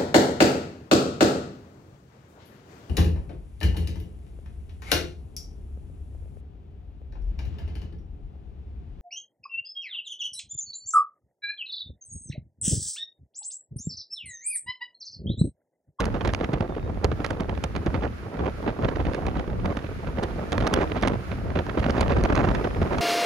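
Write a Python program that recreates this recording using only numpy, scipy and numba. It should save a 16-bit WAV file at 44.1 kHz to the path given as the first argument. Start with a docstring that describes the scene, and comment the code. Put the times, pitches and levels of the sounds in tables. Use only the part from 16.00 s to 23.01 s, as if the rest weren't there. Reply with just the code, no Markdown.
"""A village road, from a phone held out of a small vehicle: the head wind tumbles over its microphone ports.
Big eddies rumble and smaller ones flutter, as noise whose level and treble wander with the wind.
The sharpest burst as crackling pops, noise bursts that start bright and end in a thump.
Tyres and motor hiss underneath as steady filtered noise; a few faint whistles, wavering sines, pass by."""
import sys
import numpy as np
from scipy import signal
from scipy.fft import rfft, irfft
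from scipy.io import wavfile
from scipy.ndimage import uniform_filter1d
from numba import njit

SR = 44100
rng = np.random.default_rng(int(sys.argv[2]) if len(sys.argv) > 2 else 0)


def put_to_file(sound):
    """Save the sound as 16-bit audio at rate SR, in the file named by the first command-line argument."""
    columns = np.atleast_2d(sound).T  # one column per channel
    safe = np.clip(columns, -1, 1)
    whole_steps = np.round(safe * 32767)
    wavfile.write(sys.argv[1], SR, whole_steps.astype(np.int16))


N = 309141  # samples, about 7 s


def undb(db):
    """Decibels to amplitude."""
    return 10 ** (np.asarray(db) / 20)


def unit(x):
    """Scale to an rms of 1."""
    return x / np.sqrt(np.mean(x ** 2))


def noise(shape):
    """Noise of rms 1 with a spectrum given as (Hz, dB) points."""
    hz, db = np.transpose(shape)
    bins = np.fft.rfftfreq(N, 1 / SR) + 1  # 1 Hz up, to keep the logarithm finite
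    gain = undb(np.interp(np.log(bins), np.log(hz), db, right=-150))
    return unit(irfft(rfft(rng.standard_normal(N)) * gain, N))


def walk(rate):
    """Random levels, each held 1 / rate s, then slewed twice; spread 1."""
    hold = max(int(SR / rate), 2)
    steps = np.repeat(rng.standard_normal(N // hold + 1), hold)
    return unit(uniform_filter1d(uniform_filter1d(steps, hold), hold)[:N])


def even(x, ms):
    """Iron out the chance swells of a noise over a few ms, so that an envelope sets its level."""
    return x / np.sqrt(uniform_filter1d(x ** 2, int(ms * SR / 1000)) + 0.22)


@njit
def lowpass(x, hz):
    """State-variable low-pass whose corner moves every sample."""
    y, band, low = np.empty(len(x)), 0., 0.
    for i in range(len(x)):
        g = np.tan(np.pi * hz[i] / SR)
        v = (band + g * (x[i] - low)) / (1 + g * (g + 1.4))
        y[i] = low + g * v
        band, low = 2 * v - band, low + 2 * g * v
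    return y


# The wind at the phone between the puffs. Each row: time in seconds, rumble level in dB, flutter level in dB.
WIND = [(0, -24.5, -32), (.5, -31.5, -35.5), (.9, -28, -32.5), (1.1, -29, -37.5), (1.55, -29, -35),
        (1.72, -31, -40.5), (2.03, -29, -32), (2.18, -39, -39), (2.32, -40.5, -36.5), (2.45, -26.5, -32),
        (2.58, -35, -38.5), (2.66, -32, -30.5), (2.74, -35, -37.5), (2.85, -27, -31), (3.0, -28.5, -33),
        (3.65, -27.5, -33.5), (3.95, -33.5, -37.5), (4.15, -32, -34.5), (4.33, -30.5, -34.5),
        (4.6, -26, -29.5), (4.82, -27, -29), (5.1, -26, -32.5), (5.25, -33, -40.5), (5.45, -29.5, -35),
        (5.75, -27, -32.5), (6.0, -26.5, -29), (6.5, -23.5, -27.5), (7.01, -25, -30)]


def wind():
    """The slow course of the wind, as rumble and flutter levels in dB joined by straight lines."""
    s, *columns = np.transpose(WIND)
    return [np.interp(np.arange(N) / SR, s, column) for column in columns]


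# The spectrum of the big eddies at the microphone. Each row: frequency in Hz, level in dB per Hz.
RUMBLE = [(20, -18), (40, -1.5), (62, 0), (90, -2.5), (150, -13.5), (300, -19), (600, -59)]


def rumble(throb):
    """Big eddies press on the exposed port as evened deep noise; the throb is its amplitude."""
    return throb * even(noise(RUMBLE), ms=73)


# The spectrum of the smaller eddies, before the moving low-pass. Each row: frequency in Hz, level in dB per Hz.
FLUTTER = [(40, -68), (110, -18), (200, -11.5), (500, -12.5), (1200, -18.5), (4000, -28.5), (9000, -26.5)]


def flutter(db, corner_hz, swing_db):
    """Eddies sweep past at an uneven speed: fast ones are louder and brighter, slow ones dull and smooth."""
    speed = 0.18 * walk(25) + 0.66 * walk(80) + 0.81 * walk(300)
    speed = 1.6 * np.tanh(speed / 1.68)  # the sharpest eddies are the pops
    brightness_db = swing_db * speed + 0.38 * (db - db.mean())
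    corner = np.clip(corner_hz * undb(brightness_db), 60, 4000)
    eddies = lowpass(lowpass(noise(FLUTTER), corner), 5.7 * corner)
    return undb(db) * unit(undb(4.96 * speed) * eddies)


# The spectrum of the low buffets. Each row: frequency in Hz, level in dB per Hz.
BUFFET = [(50, -13), (100, 0), (200, -1), (450, -32)]


def buffets(lull_db):
    """Separate low buffets on the exposed port: low noise that surges and sinks by itself."""
    surge_db = 10.2 * np.tanh(walk(30))
    return undb(lull_db - 11.0 + surge_db) * noise(BUFFET)


# How the exposed port reaches the left channel. Each row: frequency in Hz, gain in dB, phase lead in radians.
LEFT_EAR = [(0, -1.5, -.1), (500, -2, .9), (950, -6, 1.6), (1400, -13, -.3), (2200, -15, -1.1),
            (2800, -14, -1.3), (4600, -9, -.6), (5200, -8, -1.3), (6700, -4, .4), (7100, -11, 1.2),
            (7400, -2, 2.7), (8100, 0, 3.14), (16000, 0, 15.9)]


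def both_ears(port):
    """The phone mixes one port into both channels: the left is phase shifted and weaker at 1 to 7 kHz."""
    hz, db, lead = np.transpose(LEFT_EAR)
    bins = np.fft.rfftfreq(N, 1 / SR)
    ear = undb(np.interp(bins, hz, db)) * np.exp(1j * np.interp(bins, hz, lead))
    return np.array([irfft(rfft(port) * ear, N), port])


# The spectrum of the road below the vehicle. Each row: frequency in Hz, level in dB per Hz.
ROAD = [(300, -12), (700, -16.5), (1000, -18), (1300, -10), (1800, -15.5), (2200, -18), (2700, -21.5),
        (3250, -26), (5000, -30.5), (7000, -36.5), (10200, -40), (11200, -42), (14300, -43.5), (15700, -51)]
ROAD_DB, SPEED_UP_DB_PER_S = -44, 0.98  # level halfway through, before gusts and wander; its steady climb
ONE_PORT_HZ = 7300  # above this, a single port serves both channels


def road(gust_db):
    """Tyre and motor hiss: unrelated left and right, but the treble comes from a single port."""
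    low = signal.butter(6, ONE_PORT_HZ, fs=SR, output="sos")
    high = signal.butter(6, ONE_PORT_HZ, "high", fs=SR, output="sos")
    apart = signal.sosfilt(low, [noise(ROAD), noise(ROAD)]) * undb([[-1.5], [1.5]])
    hiss = apart + both_ears(signal.sosfilt(high, noise(ROAD)))
    climb_db = SPEED_UP_DB_PER_S * (np.arange(N) - N / 2) / SR
    slow_db = uniform_filter1d(gust_db, SR)
    rush_db = 0.061 * (slow_db - slow_db.mean())  # air rush joins in over long gusts
    return undb(ROAD_DB + climb_db + rush_db + 1.2 * walk(9)) * hiss


# The pops one can point at, close on the microphone port. Each row: start in seconds, crackle level in dB,
# crack minus crackle in dB, thump minus crackle in dB, length scale in ms; pops() trims each layer further.
POPS = [(0.0018, -18, 2.5, -7.5, 8.2), (0.0422, -15.5, -30, 0.5, 0.93), (0.0548, -22, 6.5, -21, 3),
        (0.127, -33, -11, -1, 2), (0.141, -25.5, -22, 3.5, 6.5), (0.207, -23, -25, -14, 5.1),
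        (0.215, -28, -16, -16, 2.5), (0.248, -18.5, -11, -2, 2.9), (0.254, -18.5, -9, -18, 4.5),
        (0.2747, -20.5, -5, -4, 5.5), (0.29, -19, -22, -28, 2.6), (0.3, -25, -12, -21, 2.7),
        (0.336, -16.5, -9, -22, 1.6), (0.3477, -16, -6, -25, 2), (0.401, -26, -20, 5, 1.5),
        (0.41, -21.5, -27, 5.5, 3), (0.432, -27, -23, 0, 2.2), (0.441, -20.5, -8, -3, 5.4),
        (0.493, -29, -28, 14, 1.6), (0.532, -19.5, -6, 4, 6.9), (0.6055, -22, -11, 8, 4.4),
        (0.696, -41, -18, 16.5, 3.3), (0.751, -29, -14, -9, 2), (0.7643, -33.5, -23, 7, 2.7),
        (1.044, -13, 2, 3.5, 4.3), (1.114, -23, -19, 2, 5.1), (1.1242, -31, -19, 5, 2.7),
        (1.2023, -29.5, -19, 9.5, 3.2), (1.2427, -18, -6.5, -15, 8.1), (1.263, -28, 4, -8, 2.6),
        (1.3037, -20.5, -7, 0.5, 6.2), (1.3374, -28, -8, 3, 2.1), (1.396, -35, -7, -11, 1.3),
        (1.4049, -23, 0, 7, 3.3), (1.494, -28, -10, 3.5, 5.2), (1.551, -27, -9, -21, 2.3),
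        (1.575, -24, -13, -6, 2.6), (1.638, -21, 2.5, 0.5, 7.2), (1.7518, -24, -22, 2, 3.5),
        (1.7612, -24.5, -5, 3.5, 7.2), (1.8614, -25, -4, 9.5, 5.9), (1.941, -23, -34, 3.5, 10.5),
        (2.0366, -28.5, -37, 8.5, 2.9), (2.3435, -36, -30, 9, 5.6), (2.3922, -22.5, -26, 2.5, 3.4),
        (2.408, -27, -22, 11, 1.7), (2.462, -23.5, -22, -4, 2.2), (2.477, -29.5, -22, 7, 3.8),
        (2.6271, -31.5, -20, 7, 2.1), (2.661, -28, -50, 5, 4.3), (2.6738, -25, -47, 3.5, 8.6),
        (2.688, -29, -18, -2, 2.8), (2.7911, -28.5, -29, 14.5, 1.1), (2.845, -25.5, -24, 6, 5.7),
        (2.8855, -20.5, -23, -9, 3.1), (2.9611, -18.5, -22, 0, 1.26), (3.003, -17, -13, -7, 2),
        (3.05, -25, -15, -10, 6.5), (3.066, -24.5, -31, 5.5, 3.7), (3.134, -24.5, -10, -9, 3.6),
        (3.144, -24, -8, -5, 6.6), (3.2653, -24, -7.5, 3, 5.5), (3.2818, -28, -27, -8, 4),
        (3.3532, -30, -18, -17, 3), (3.367, -28.5, -12, 4.5, 6.7), (3.394, -27.5, -9, -2, 4.3),
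        (3.477, -25.5, -19, 4, 2.4), (3.6559, -22, -6.5, 3.5, 4.5), (3.702, -28, -24, 10.5, 2.3),
        (3.7691, -24, -5.5, 0, 4), (3.8158, -29, -20, -12, 1.6), (3.844, -28, -26, 2, 2.3),
        (4.045, -36.5, -39, 5.5, 4.8), (4.07, -29.5, -28, 4, 7.1), (4.172, -29, -32, 2.5, 2.6),
        (4.184, -25, -40, 4, 4.7), (4.2299, -22.5, 1.5, -0.5, 9.7), (4.3825, -38, -58, 6, 4.9),
        (4.519, -20, -4.5, -2.5, 7.1), (4.529, -20, -2, -26, 2.8), (4.579, -17, -10, -9, 3.6),
        (4.603, -24.5, -12, -1.5, 7.8), (4.624, -22, -18, -1, 2.2), (4.638, -32, -18, -11, 2),
        (4.668, -11, -8, -35, 3.4), (4.674, -23, 3, -22, 3.9), (4.738, -18.5, 11.5, 3, 4),
        (4.7608, -14.5, -31, -2, 2.8), (4.788, -24, -32, 15, 1.3), (4.918, -23, -17, 1.5, 3),
        (4.963, -27, -15, -4, 16), (5.013, -26, 2, -17, 1.2), (5.023, -21, -0.5, -4, 7.7),
        (5.0318, -14, -15, -6.5, 6), (5.05, -27, -18, 3, 3.1), (5.0733, -14, 0.5, -4, 5.1),
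        (5.082, -16.5, 5, -17, 2.6), (5.098, -32, -20, -4, 1.5), (5.12, -21.5, -37, 9.5, 0.93),
        (5.135, -23.5, -22, -1, 1.6), (5.312, -30.5, -40, 0.5, 15), (5.502, -28, -49, 0, 3.8),
        (5.555, -19.5, -23, 0.5, 6.6), (5.5688, -29, -19, 7.5, 11), (5.589, -19, -17, -4, 2.4),
        (5.666, -18.5, -32, -7, 0.81), (5.6936, -23, -40, 0, 5.8), (5.772, -28, -44, 9.5, 7.5),
        (5.784, -28, -18, 0, 2.5), (5.7946, -22.5, -5, -6, 2.7), (5.801, -16.5, -7, -4, 2),
        (5.828, -20, -21, -23, 4.3), (5.8416, -15.5, -28, -1, 3.4), (5.863, -16.5, -26, 7, 2),
        (5.8937, -15.5, -10, 0, 5.5), (5.907, -35, 14, -9, 1.3), (5.941, -26, -22, -13, 3.2),
        (5.977, -20, -13, 0, 6.7), (6.007, -15, -2, -2, 8.1), (6.02, -34, -10, -7, 3.9),
        (6.028, -19.5, -22, -9, 3.6), (6.0807, -24, -14, -8, 1.7), (6.093, -24.5, -20, -4, 12),
        (6.117, -21.5, -18, 3, 6.8), (6.165, -25.5, -20, 10, 1.8), (6.184, -30, -8, 12.5, 4.9),
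        (6.238, -17, 7.5, 2, 1.4), (6.289, -23, -20, 6, 2.7), (6.302, -19, -16, 5, 1.7),
        (6.314, -32, -15, -7, 1.5), (6.353, -23.5, 4, -25, 3.3), (6.364, -20, -9, -16, 2),
        (6.3733, -17, -13, -11, 5), (6.405, -36.5, -51, 17, 3.3), (6.436, -26, -8, -7, 2.2),
        (6.4543, -37, -15, -7, 3), (6.486, -18.5, -23, -2, 3.2), (6.493, -21, -18, -15, 1.2),
        (6.5464, -21, -9, -4, 9.1), (6.641, -23.5, -17, 2, 8.5), (6.747, -55, 3, 22, 5.9),
        (6.815, -21, -12, 9.5, 4.5), (6.931, -25, -14, 4.5, 3.5), (6.981, -19.5, -4, -3, 6.2)]
# a puff starts this long before its pop, dies away at this time constant, and nears full at this thump level
PUFF_LEAD_S, PUFF_FADE_S, PUFF_FULL_DB = 0.016, 0.019, -27.5
PUFF_FLUTTER_DB, PUFF_RUMBLE_DB = 7, 4  # lift by a full puff


def puffs():
    """Each marked pop rides a puff of air, 0 in the lulls, towards 1 when its thump is strong."""
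    s, db, _, thump_db, _ = np.transpose(POPS)
    kicks = np.zeros(N)
    kicks[(s * SR).astype(int)] = undb(db + thump_db - PUFF_FULL_DB)
    fading = signal.lfilter([1], [1, -np.exp(-1 / (PUFF_FADE_S * SR))], kicks)
    return np.tanh(uniform_filter1d(fading, int(2 * PUFF_LEAD_S * SR)))


SMALL_POPS = 260  # how many
SMALL_DB, SMALL_SPREAD_DB = -2, -0.5  # crackle level over the flutter, and its spread
SMALL_CRACK_DB, SMALL_THUMP_DB, COLOUR_SPREAD_DB = -26, 0, 4  # over the crackle, and the spread of both
SMALL_MS, SMALL_LENGTH_SPREAD = 1.1, .45  # median length, and spread of its natural logarithm


def small_pops(flutter_db):
    """Lesser pops at chance moments, as strong as the wind is just then; rows as in POPS."""
    i = (rng.random(SMALL_POPS) * N).astype(int)
    size, bright, deep, long = rng.standard_normal((SMALL_POPS, 4)).T
    crackle_db = flutter_db[i] + SMALL_DB + SMALL_SPREAD_DB * np.tanh(size)
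    crack_db = SMALL_CRACK_DB + COLOUR_SPREAD_DB * bright
    thump_db = SMALL_THUMP_DB + COLOUR_SPREAD_DB * deep
    ms = SMALL_MS * np.exp(SMALL_LENGTH_SPREAD * long)
    return np.transpose([i / SR, crackle_db, crack_db, thump_db, ms])


def bursts(table, db, rise, fall):
    """Envelope of all pops; rise and fall are shares of each pop's length."""
    out = np.zeros(N)
    for (s, *_, ms), size in zip(table, undb(db)):
        t = np.arange(int(.08 * SR)) / (SR * max(ms, .5) / 1000)  # in pop lengths
        shape = (1 - np.exp(-t / rise)) * np.exp(-(t / fall) ** 2)
        i = int(s * SR)
        out[i:i + len(t)] += size * (shape / shape.max())[:max(N - i, 0)]
    return out


# The spectra of a pop's layers at the microphone. Each row: frequency in Hz, level in dB per Hz.
CRACK = [(2000, 7), (4500, 4.5), (7500, -3.5), (10500, -14.5), (15500, -29)]
CRACKLE = [(200, -27), (500, 5), (1000, 2.5), (2000, -2), (3500, -11.5), (6000, -30), (10000, -52)]
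THUMP = [(45, -50), (110, 21), (250, 20.5), (500, 14), (1000, -9)]
WAKE_LEAD_S = 0.0049


def pops(table):
    """Each eddy cracks, crackles in uneven spits, thumps and booms as it slows, inside a ragged early swell."""
    _, db, crack_db, thump_db, _ = np.transpose(table)
    spits = 1.17 * np.tanh(walk(600))
    crack_noise = even(unit(undb(8.0 * spits)) * noise(CRACK), ms=6.8)
    crack = bursts(table, db + crack_db - 2.5, rise=0.097, fall=0.79) * crack_noise
    crackle_noise = even(unit(undb(7.0 * spits)) * noise(CRACKLE), ms=6.3)
    crackle = bursts(table, db, rise=0.26, fall=1.34) * crackle_noise
    thump = bursts(table, db + thump_db, rise=1.0, fall=1.46) * even(noise(THUMP), ms=8.6)
    boom = bursts(table, db + thump_db - 6.5, rise=5.3, fall=3.9) * even(noise(RUMBLE), ms=32.5)
    swell = np.roll(bursts(table, db - 10.5, rise=1.9, fall=3.27), -int(WAKE_LEAD_S * SR))
    wake = swell * even(unit(undb(8.9 * walk(300))) * noise(CRACKLE), ms=15.0)
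    return crack + crackle + thump + boom + wake


# Faint notes: a few off at the roadside, and one near 1.3 kHz ringing from the road below. Each row: start in
# seconds, # end in seconds, start pitch in Hz, end pitch in Hz, level in dB.
WHISTLES = [(.688, .755, 3660, 3530, -61), (.772, .878, 3690, 3750, -62), (2.5, 2.6, 1340, 1330, -49),
            (6.47, 6.9, 5165, 5150, -61)]


def whistles():
    """Thin sines wavering in pitch and level: perhaps birds and insects at the roadside, and a brief ring of
    the road near 1.3 kHz."""
    t, out = np.arange(N) / SR, 0
    for t0, t1, hz0, hz1, db in WHISTLES:
        arch = np.sin(np.pi * np.clip((t - t0) / (t1 - t0), 0, 1)).clip(0) ** .3
        fade = arch * undb(db + 1.5 * walk(40))
        hz = np.interp(t, [t0, t1], [hz0, hz1]) * (1 + .003 * walk(60))
        out = out + fade * np.sin(2 * np.pi * np.cumsum(hz) / SR)
    return out


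def scene():
    """The wind on an exposed and a sheltered port, over the road and the whistles; left and right."""
    rumble_db, lull_db = wind()
    puff = puffs()
    flutter_db = lull_db + PUFF_FLUTTER_DB * puff
    throb = undb(rumble_db + PUFF_RUMBLE_DB * (puff - puff.mean()) + 5.1 * np.tanh(walk(22)))
    exposed = rumble(throb) + flutter(flutter_db, corner_hz=780, swing_db=3.5) + buffets(lull_db)
    exposed = exposed + pops(np.vstack([POPS, small_pops(flutter_db)]))
    # the sheltered port gets weaker, duller eddies of its own, mostly on the left
    sheltered = undb(-8.5) * throb * (noise(RUMBLE) + noise(BUFFET))
    sheltered = sheltered + flutter(flutter_db - 7.5, corner_hz=735, swing_db=2.5)
    wind_noise = both_ears(exposed) + sheltered * np.array([[.8], [-.45]])
    return wind_noise + road(flutter_db) + whistles()


TOP_HZ = 15500  # the phone passes nothing much above this


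def record(dry):
    """The phone cuts the deepest bass, rounds the peaks and cuts the top."""
    cut = signal.sosfilt(signal.butter(2, 35, "high", fs=SR, output="sos"), dry)
    rounded = np.tanh(2.088 * cut) / 2.462
    return signal.sosfilt(signal.ellip(8, .2, 70, TOP_HZ, fs=SR, output="sos"), rounded)


dry = scene()
out = record(dry)
put_to_file(out)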